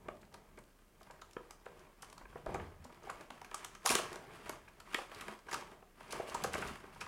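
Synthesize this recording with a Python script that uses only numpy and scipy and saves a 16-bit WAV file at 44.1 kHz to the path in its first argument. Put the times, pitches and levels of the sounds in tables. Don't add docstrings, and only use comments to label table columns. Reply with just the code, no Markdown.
import sys
import numpy as np
from scipy import signal
from scipy.fft import rfft, irfft, next_fast_len
from scipy.io import wavfile
from scipy.ndimage import uniform_filter1d

SR = 44100
rng = np.random.default_rng(int(sys.argv[2]) if len(sys.argv) > 2 else 0)


def gain_from_db(level_db):
    decades = np.asarray(level_db, float) / 20
    return 10 ** decades


def generate_wav(signal):
    frames = np.transpose(np.atleast_2d(signal))
    scaled = np.clip(frames, -1, 1) * 32767
    pcm = np.round(scaled).astype(np.int16)
    wavfile.write(sys.argv[1], SR, pcm)


N = 311787
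TIME = np.arange(N) / SR

# (pitch_hz, level_db, t60_s: time to fall by 60 dB)
BOX_MODES = [(240, -27, 0.092), (344, -16, 0.024), (425, 10, 0.042), (523.4, 4.5, 0.06),
             (634.3, 2.5, 0.075), (744, 4, 0.053), (939, 3.5, 0.061), (1080, 1, 0.067), (1192, 5, 0.052),
             (1350, 9.5, 0.023), (1610, 9.5, 0.023), (1716.6, 7, 0.04), (2120, 12, 0.0086),
             (2433, 10, 0.017), (2784, 7.5, 0.0063), (3078, -9, 0.052)]


def rms1(x):
    return x / np.sqrt(np.mean(x ** 2))


def colour(x, points):
    hz, db = np.transpose(points)
    size = next_fast_len(len(x))
    bins_hz = np.arange(size // 2 + 1) * SR / size + 1
    gain_db = np.interp(np.log(bins_hz), np.log(hz), db, left=-80, right=-80)
    return irfft(rfft(x, size) * gain_from_db(gain_db), size)[:len(x)]


def add(out, start_s, db, shape):
    first = int(start_s * SR)
    part = shape[:N - first]
    loudest_power = uniform_filter1d(shape ** 2, size=48).max()
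    out[first:first + len(part)] += gain_from_db(db) * part / np.sqrt(2 * loudest_power)


def burst(noise, length_ms):
    t = np.arange(len(noise)) / SR * 1000 / max(length_ms, 0.2)
    power_shape = (1 - np.exp(-3.0 * t)) * np.exp(-t)
    spectrum = rfft(noise * power_shape)
    flat = irfft(spectrum / np.abs(spectrum))
    return flat * np.sqrt(power_shape)


def grit(spread_db, grain_ms):
    grain = max(int(grain_ms * SR / 1000), 1)
    size_db = spread_db * np.minimum(rng.exponential(size=N), 5.0)
    size_db = np.repeat(size_db, grain)[:N]
    smooth_size = uniform_filter1d(gain_from_db(size_db), grain)
    return rms1(rng.standard_normal(N) * smooth_size)


def floor():
    # (pitch_hz, level_db: rms)
    hum_tones = [(32.3, -70), (193.8, -82.5)]
    # (pitch_hz, relative level_db per Hz)
    air_spectrum = [(15, -33), (25, 2.5), (40, -10.5), (60, -4), (120, -28), (200, -10.5), (400, -9),
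                    (1000, -19.5), (2300, -27.5), (3500, -29), (8000, -28), (12000, -30), (15500, -30),
                    (16300, -35)]
    air_db = -70
    waver_db = 2.4 * rms1(colour(rng.standard_normal(N), [(1.5, -3), (10, 11), (30, -27)]))
    hum = np.zeros(N)
    for hz, db in hum_tones:
        hum += gain_from_db(db + waver_db) * np.sqrt(2) * np.sin(2 * np.pi * hz * TIME)
    hiss = gain_from_db(air_db) * rms1(colour(rng.standard_normal(N), air_spectrum))
    return hum + hiss


def room(x):
    # (pitch_hz, t60_s: time to fall by 60 dB)
    room_fading = [(125, 0.084), (500, 0.39), (2000, 0.17), (6000, 0.33), (14000, 0.15)]
    echo_db = -7.5
    hz, t60 = np.transpose(room_fading)
    f, t, z = signal.stft(rng.standard_normal(SR), SR, nperseg=256)
    t60_at_f = np.interp(np.log(f + 1), np.log(hz), t60)
    z = z * 1000 ** (-t / t60_at_f[:, None])
    tail = signal.istft(z, SR, nperseg=256)[1][:SR]
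    tail = tail * (1 - np.exp(-TIME[:SR] / 0.0051))
    tail = tail / np.sqrt(np.sum(tail ** 2))
    return gain_from_db(echo_db) * signal.fftconvolve(x, tail)[:N]


def thuds():
    # (start_s, level_db: loudest millisecond, pitch_hz, t60_s: time to fall by 60 dB)
    thud_table = [(0.069, -53.5, 152, 0.17), (0.598, -57.5, 97, 0.1), (2.231, -51, 45, 0.36),
                  (2.344, -54, 80, 0.11), (2.472, -41, 45, 0.13), (2.549, -59, 102, 0.17),
                  (2.602, -42, 89, 0.48), (2.639, -46, 74.5, 0.22), (2.799, -50, 76.6, 0.32),
                  (2.851, -53.5, 246, 0.17), (3.316, -51.5, 255, 0.062), (3.896, -38, 248, 0.1),
                  (5.273, -50.5, 212.5, 0.22), (6.429, -47, 216, 0.11), (6.548, -51, 69.6, 0.064),
                  (6.709, -40, 240, 0.029)]
    out, t = np.zeros(N), np.arange(SR // 2) / SR
    for start_s, db, hz, t60 in thud_table:
        swell = 1 - np.exp(-t / 0.0061)
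        fade = 1000 ** (-t / max(t60, 0.02))
        add(out, start_s, db, np.sin(2 * np.pi * hz * t) * swell * fade)
    return out


def slide_levels():
    # (start_s, length_s, box_level_db, tray_level_db, table_level_db)
    slide_table = [(0.0, 0.22, -65.5, -83, -63), (0.313, 0.11, -64, -87, -69), (0.52, 0.095, -74, -97, -66),
                   (1.008, 0.37, -71, -82, -73.5), (1.412, 0.087, -66, -77, -75),
                   (1.665, 0.18, -64, -75, -70), (2.014, 0.19, -68, -76, -70), (2.298, 0.12, -70, -75, -64),
                   (2.492, 0.099, -49.5, -67.5, -50), (2.6, 0.075, -62, -74, -64),
                   (2.74, 0.084, -73, -82, -64.5), (2.83, 0.22, -68, -78, -68),
                   (3.06, 0.16, -57.5, -68, -67), (3.308, 0.14, -67, -72, -70),
                   (3.537, 0.08, -61.5, -64, -76), (3.65, 0.11, -69, -70.5, -69),
                   (3.914, 0.054, -46, -43, -57.5), (4.012, 0.047, -53, -64, -60),
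                   (4.1, 0.19, -57, -69.5, -66), (4.322, 0.14, -60, -66.5, -64.5),
                   (4.473, 0.074, -58.5, -66, -64), (4.617, 0.3, -69.5, -78, -72),
                   (4.868, 0.064, -70.5, -68.5, -81), (4.946, 0.063, -57.5, -57.5, -79),
                   (5.121, 0.19, -57, -62, -64.5), (5.522, 0.067, -51.5, -58.5, -60.5),
                   (5.62, 0.13, -62.5, -75.5, -66.5), (6.015, 0.045, -60, -65.5, -70),
                   (6.13, 0.07, -50, -59, -58), (6.277, 0.13, -54, -58.5, -63.5),
                   (6.455, 0.02, -50, -60, -51.5), (6.543, 0.078, -52, -57.5, -53.5),
                   (6.629, 0.089, -55, -58.5, -56), (6.834, 0.019, -59, -70.5, -62),
                   (6.941, 0.11, -67, -67, -62)]
    # (box_level_db, tray_level_db, table_level_db)
    resting_db = (-81, -82, -74)
    rise_db_s, fall_db_s = 322, 152
    power = gain_from_db(2 * np.array(resting_db))[:, None] * np.ones(N)
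    for start_s, length_s, *db in slide_table:
        before_s = np.maximum(start_s - TIME, 0)
        after_s = np.maximum(TIME - start_s - length_s, 0)
        shape_db = -rise_db_s * before_s - fall_db_s * after_s
        power = power + gain_from_db(2 * np.array(db))[:, None] * gain_from_db(2 * shape_db)
    return 10 * np.log10(power)


def rubbing():
    # (pitch_hz, relative level_db per Hz)
    tray_spectrum = [(1470, -15), (2500, 0), (3180, -1), (4050, -7.5), (4690, -5.5), (5870, -10.5),
                     (9660, -10), (14500, -21.5), (16000, -23)]
    lift_db, lift_per_db = 5.5, 0.6753
    taps_per_s, tap_db, tap_spread_db = 25, 2, 2.5
    grain_spread_db = 2.3

    box_db, tray_db, table_db = slide_levels()
    upper_db = np.clip(lift_db + lift_per_db * (tray_db - box_db), -12, 12)
    grip_db = 0.88 * rms1(colour(rng.standard_normal(N), [(8, 30), (60, -49), (200, -26)]))

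    tap_happens = rng.random(N) < taps_per_s / SR
    taps = tap_happens * gain_from_db(tap_db + tap_spread_db * np.minimum(rng.exponential(size=N), 3))
    tap_power = signal.lfilter([1], [1, -np.exp(-1000 / SR / 4.2)], taps ** 2)
    snag = np.sqrt(1 + tap_power)

    grains = grit(grain_spread_db, 2.3) * gain_from_db(grip_db) * snag
    is_upper = np.array(BOX_MODES)[:, 0] > 1000
    low = signal.fftconvolve(grains, ring(-60.0 * is_upper, shorten=0.34))[:N]
    high = signal.fftconvolve(grains, ring(-60.0 * ~is_upper, shorten=0.34))[:N]
    box = (rms1(low) + rms1(high) * gain_from_db(upper_db)) * gain_from_db(box_db)

    plastic = colour(grit(grain_spread_db, 2.0) * snag, tray_spectrum)
    tray = rms1(plastic) * gain_from_db(tray_db + grip_db)

    wood_spectrum = [(30, -6), (66, -6.5), (77, -0.5), (90, -5.0), (200, -7), (400, -20.0)]
    table = rms1(colour(rng.standard_normal(N), wood_spectrum)) * gain_from_db(table_db)
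    return box + tray + table


def ticks():
    # (start_s, level_db: loudest millisecond, centre_hz, crackle_length_ms)
    tick_table = [(0.0852, -54.5, 4250, 1.9), (0.169, -64, 3500, 2.6), (0.212, -62.5, 5000, 8),
                  (0.251, -63, 3500, 2.6), (0.326, -62, 2600, 3.1), (0.3395, -50.5, 4750, 5.4),
                  (0.5731, -62, 4830, 4.3), (0.587, -57.5, 8570, 4), (0.638, -63, 4500, 2.4),
                  (1.0031, -66, 5660, 3.5), (1.0151, -62, 5650, 3.5), (1.0298, -54.5, 3830, 3),
                  (1.1095, -51, 3870, 3.2), (1.2144, -50, 4000, 5), (1.31, -56, 3880, 2.6),
                  (1.332, -54.5, 5340, 2.5), (1.508, -44.5, 7800, 2), (1.657, -58.5, 3450, 3.8),
                  (1.792, -58, 6040, 5.4), (2.02, -45.5, 8600, 8.1), (2.045, -52.5, 5500, 2.8),
                  (2.0988, -54, 4900, 3.3), (2.1264, -52.5, 7460, 3.5), (2.1793, -48.5, 4660, 2.3),
                  (2.4614, -51, 3570, 2.3), (2.5417, -46.5, 8150, 7.8), (2.842, -51.5, 4800, 6.4),
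                  (3.032, -56.5, 4830, 5.1), (3.098, -45, 7960, 4.9), (3.2088, -52.5, 3770, 3.6),
                  (3.304, -48, 3570, 2.1), (3.4157, -50, 6130, 1.9), (3.4447, -51, 4770, 5.8),
                  (3.513, -49.5, 3550, 1.7), (3.5435, -33.5, 8100, 3.5), (3.646, -36, 10200, 2.7),
                  (3.7494, -50.5, 8400, 4.7), (3.8484, -49, 8770, 3.5), (3.8549, -33, 8520, 3.1),
                  (3.8602, -20.5, 8300, 2.8), (3.869, -29.5, 5840, 13), (3.8916, -25, 5270, 1.9),
                  (3.897, -25.5, 8700, 20), (3.912, -38.5, 4720, 8), (3.9521, -21.5, 5170, 2.4),
                  (4.104, -52, 3580, 3.9), (4.1284, -46, 7850, 3), (4.158, -41, 4800, 1.2),
                  (4.4937, -36.5, 10000, 2.5), (4.6808, -61.5, 3580, 8.4), (4.8, -50, 5000, 4.6),
                  (4.9317, -51, 6540, 3.5), (4.9442, -33.5, 5660, 2.5), (4.984, -48, 8210, 4),
                  (5.146, -45.5, 3500, 3.9), (5.209, -42, 9050, 4.5), (5.2796, -48.5, 6440, 5.2),
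                  (5.321, -64, 4050, 3.5), (5.3904, -58, 4480, 3.2), (5.484, -53.5, 4920, 16),
                  (5.511, -44, 7900, 6.8), (5.5278, -37, 5500, 5.2), (5.5411, -35, 4200, 3.5),
                  (5.61, -52, 5000, 2.6), (6.1056, -43, 3700, 12), (6.1228, -38, 7760, 5.1),
                  (6.2836, -54, 8270, 4), (6.297, -44, 4560, 4.1), (6.344, -36.5, 7500, 4.4),
                  (6.4375, -31.5, 7700, 3.2), (6.445, -38.5, 6540, 3.8), (6.5327, -39, 8550, 5),
                  (6.5448, -40, 5260, 4.1), (6.5872, -45, 4460, 3.5), (6.617, -46, 4580, 4.2),
                  (6.673, -46, 3480, 5.2), (6.755, -59, 3470, 2.9), (6.9457, -60, 3450, 5.8),
                  (7.006, -41, 5300, 9.5)]
    fall_db = 3.5
    patch_db, ragged_db = 3.0, 2.5
    out, grid_hz = np.zeros(N), np.geomspace(1000, 16500, 24)
    sheet_db = np.interp(np.log(grid_hz), np.log([1000, 2600, 10000, 16500]), [-7, 7.5, 3.5, -14.5])
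    for start_s, db, centre_hz, length_ms in tick_table:
        octaves = np.abs(np.log2(grid_hz / centre_hz))
        patches_db = patch_db * rng.standard_normal(len(grid_hz))
        tone = np.transpose([grid_hz, sheet_db - fall_db * octaves + patches_db])
        ragged = gain_from_db(ragged_db * np.repeat(rng.standard_normal(64), 64))
        crackle = burst(rng.standard_normal(4096), length_ms) * ragged
        add(out, start_s, db, colour(crackle, tone))
    return out


def ring(gain_db, shorten=0.44, bend=0.9417):
    bass_cut_hz = 157
    hz, db, t60 = np.array(BOX_MODES).T[:, :, None]
    t = np.arange(4096) / SR
    sign = (-1.0) ** np.arange(len(BOX_MODES))[:, None]
    swing = np.sin(2 * np.pi * bend * hz * t)
    fade = 1000 ** (-t / (t60 * shorten))
    walls = (sign * gain_from_db(db + gain_db[:, None]) * swing * fade).sum(0)
    return signal.sosfilt(signal.butter(2, bass_cut_hz, "high", fs=SR, output="sos"), walls)


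def knocks():
    # (start_s, level_db: loudest millisecond before the treble is softened,
    # best_driven_pitch_hz, fall_above_it in dB per octave, contact_length_ms)
    knock_table = [(0.058, -47, 350, 7, 3.1), (0.084, -31.5, 612, 3, 1.6), (0.229, -52.5, 354, 0, 2),
                   (0.337, -48.5, 750, -1, 8.4), (0.573, -45.5, 330, 1, 10.6), (1.007, -51, 625, 5, 6),
                   (1.096, -45.5, 1057, 8, 10.6), (1.218, -42, 1350, 13, 3), (1.366, -31.5, 448, 0, 1.1),
                   (1.403, -54, 910, 19, 1.3), (1.505, -45.5, 884, -1, 3.1), (1.662, -38.5, 435, 3.5, 2.06),
                   (2.026, -44, 993, 1.2, 4.2), (2.125, -46, 970, 1, 1.7), (2.175, -47, 1004, 2.2, 6.2),
                   (2.21, -47.5, 1015, 4, 5.2), (2.253, -46.5, 1020, 0, 2.7), (2.325, -50, 1080, 6, 6.2),
                   (2.355, -37, 448, 9, 2.8), (2.461, -29.5, 623, 9.5, 3.6), (2.487, -38, 508, 5.5, 8.4),
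                   (2.545, -30, 764, 5, 1.4), (2.553, -34, 402, 2, 4.7), (2.594, -41.5, 430, -3, 6.1),
                   (2.85, -43.5, 824, 22, 4.1), (2.898, -49, 970, 15, 3.0), (3.034, -46.5, 425, 4, 6.2),
                   (3.07, -40, 756, 20, 3.4), (3.094, -32.5, 1126, 10, 4.9), (3.207, -43, 935, 5, 2.3),
                   (3.303, -38, 887, 1.5, 1.93), (3.414, -40.5, 934, 3, 1.7), (3.445, -45, 1590, -11, 1.6),
                   (3.512, -42, 940, 3, 3.7), (3.541, -33.5, 1200, 14, 6.2), (3.626, -49, 895, -4, 4.2),
                   (3.645, -38, 1170, 10, 4.3), (3.75, -44, 1250, -4, 3.9), (3.847, -34.5, 770, 15, 6.3),
                   (3.859, -23, 1005, 2.5, 1.9), (3.867, -25.5, 1080, 18, 2.25),
                   (3.89, -30.5, 2870, 2.2, 6.4), (3.899, -26.5, 2490, -6, 4.6), (3.911, -27, 980, 39, 6.6),
                   (3.951, -25, 409, 1.5, 2.5), (3.904, -25, 425, 2, 3.3), (3.994, -32.5, 710, 22, 1.6),
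                   (4.125, -45, 390, 3, 3.3), (4.156, -39, 398, 1, 4.4), (4.302, -50, 415, -1, 4.7),
                   (4.494, -32.5, 395, 1.5, 3.7), (4.675, -50, 757, -5, 10), (4.801, -47, 1380, -2, 4.6),
                   (4.929, -41, 1350, -4, 6.7), (4.944, -23, 1895, -7, 1.35), (4.947, -33, 383.7, 16, 2.94),
                   (4.983, -32, 800, 5, 3), (5.115, -44.5, 378, -2, 1.5), (5.196, -44, 2560, 9, 3.0),
                   (5.208, -43.5, 453, -12, 6.9), (5.281, -35, 360, 1, 2.2), (5.485, -39.5, 1080, 13, 2.4),
                   (5.513, -37, 1780, 17, 4.3), (5.529, -31.5, 930, 2.5, 3), (5.541, -27.5, 1330, 5, 2.5),
                   (5.825, -49, 740, 0.5, 1.1), (6.126, -35.5, 500, 2.5, 3.1), (6.198, -28.5, 688, 41, 0.6),
                   (6.284, -39, 708, 15, 1.9), (6.344, -27, 928, 13, 4.7), (6.439, -26.5, 777, 5, 5.9),
                   (6.446, -26.5, 463, 6.5, 1.5), (6.539, -30, 2730, -10, 3), (6.548, -30, 327, -0.5, 5.5),
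                   (6.579, -38.5, 496, 19, 12), (6.62, -31.5, 892, -3.5, 7.7), (6.755, -43, 480, -6, 1.5),
                   (6.957, -45, 940, 7, 4.3), (7.008, -35, 960, -3, 9.3)]
    fall_below_db, fall_per_db = 4, 0.33
    scatter_db, struck_lift_db = 2.5, 3
    soft_hz = 4200
    out, mode_hz = np.zeros(N), np.array(BOX_MODES)[:, 0]
    for start_s, db, best_hz, above_db, contact_ms in knock_table:
        below_db = fall_below_db + fall_per_db * (db + 50)
        octaves = np.log2(mode_hz / best_hz)
        gain_db = np.where(octaves < 0, below_db, -above_db) * octaves
        gain_db = gain_db + scatter_db * rng.standard_normal(len(BOX_MODES))
        nearest = np.argmin(np.abs(octaves))
        gain_db[nearest] += struck_lift_db
        walls = ring(gain_db, bend=best_hz / mode_hz[nearest])
        contact = burst(rng.standard_normal(2048), contact_ms)
        add(out, start_s, db, signal.fftconvolve(contact, walls))
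    return signal.sosfilt(signal.butter(4, soft_hz, fs=SR, output="sos"), out)


def scene():
    near = knocks() + ticks() + thuds() + rubbing()
    return (near + room(near) + floor())[None]


def band_limit(x):
    return signal.sosfilt(signal.butter(12, 16500, fs=SR, output="sos"), x)


def record(dry):
    return band_limit(dry)


dry = scene()
out = record(dry)
generate_wav(out)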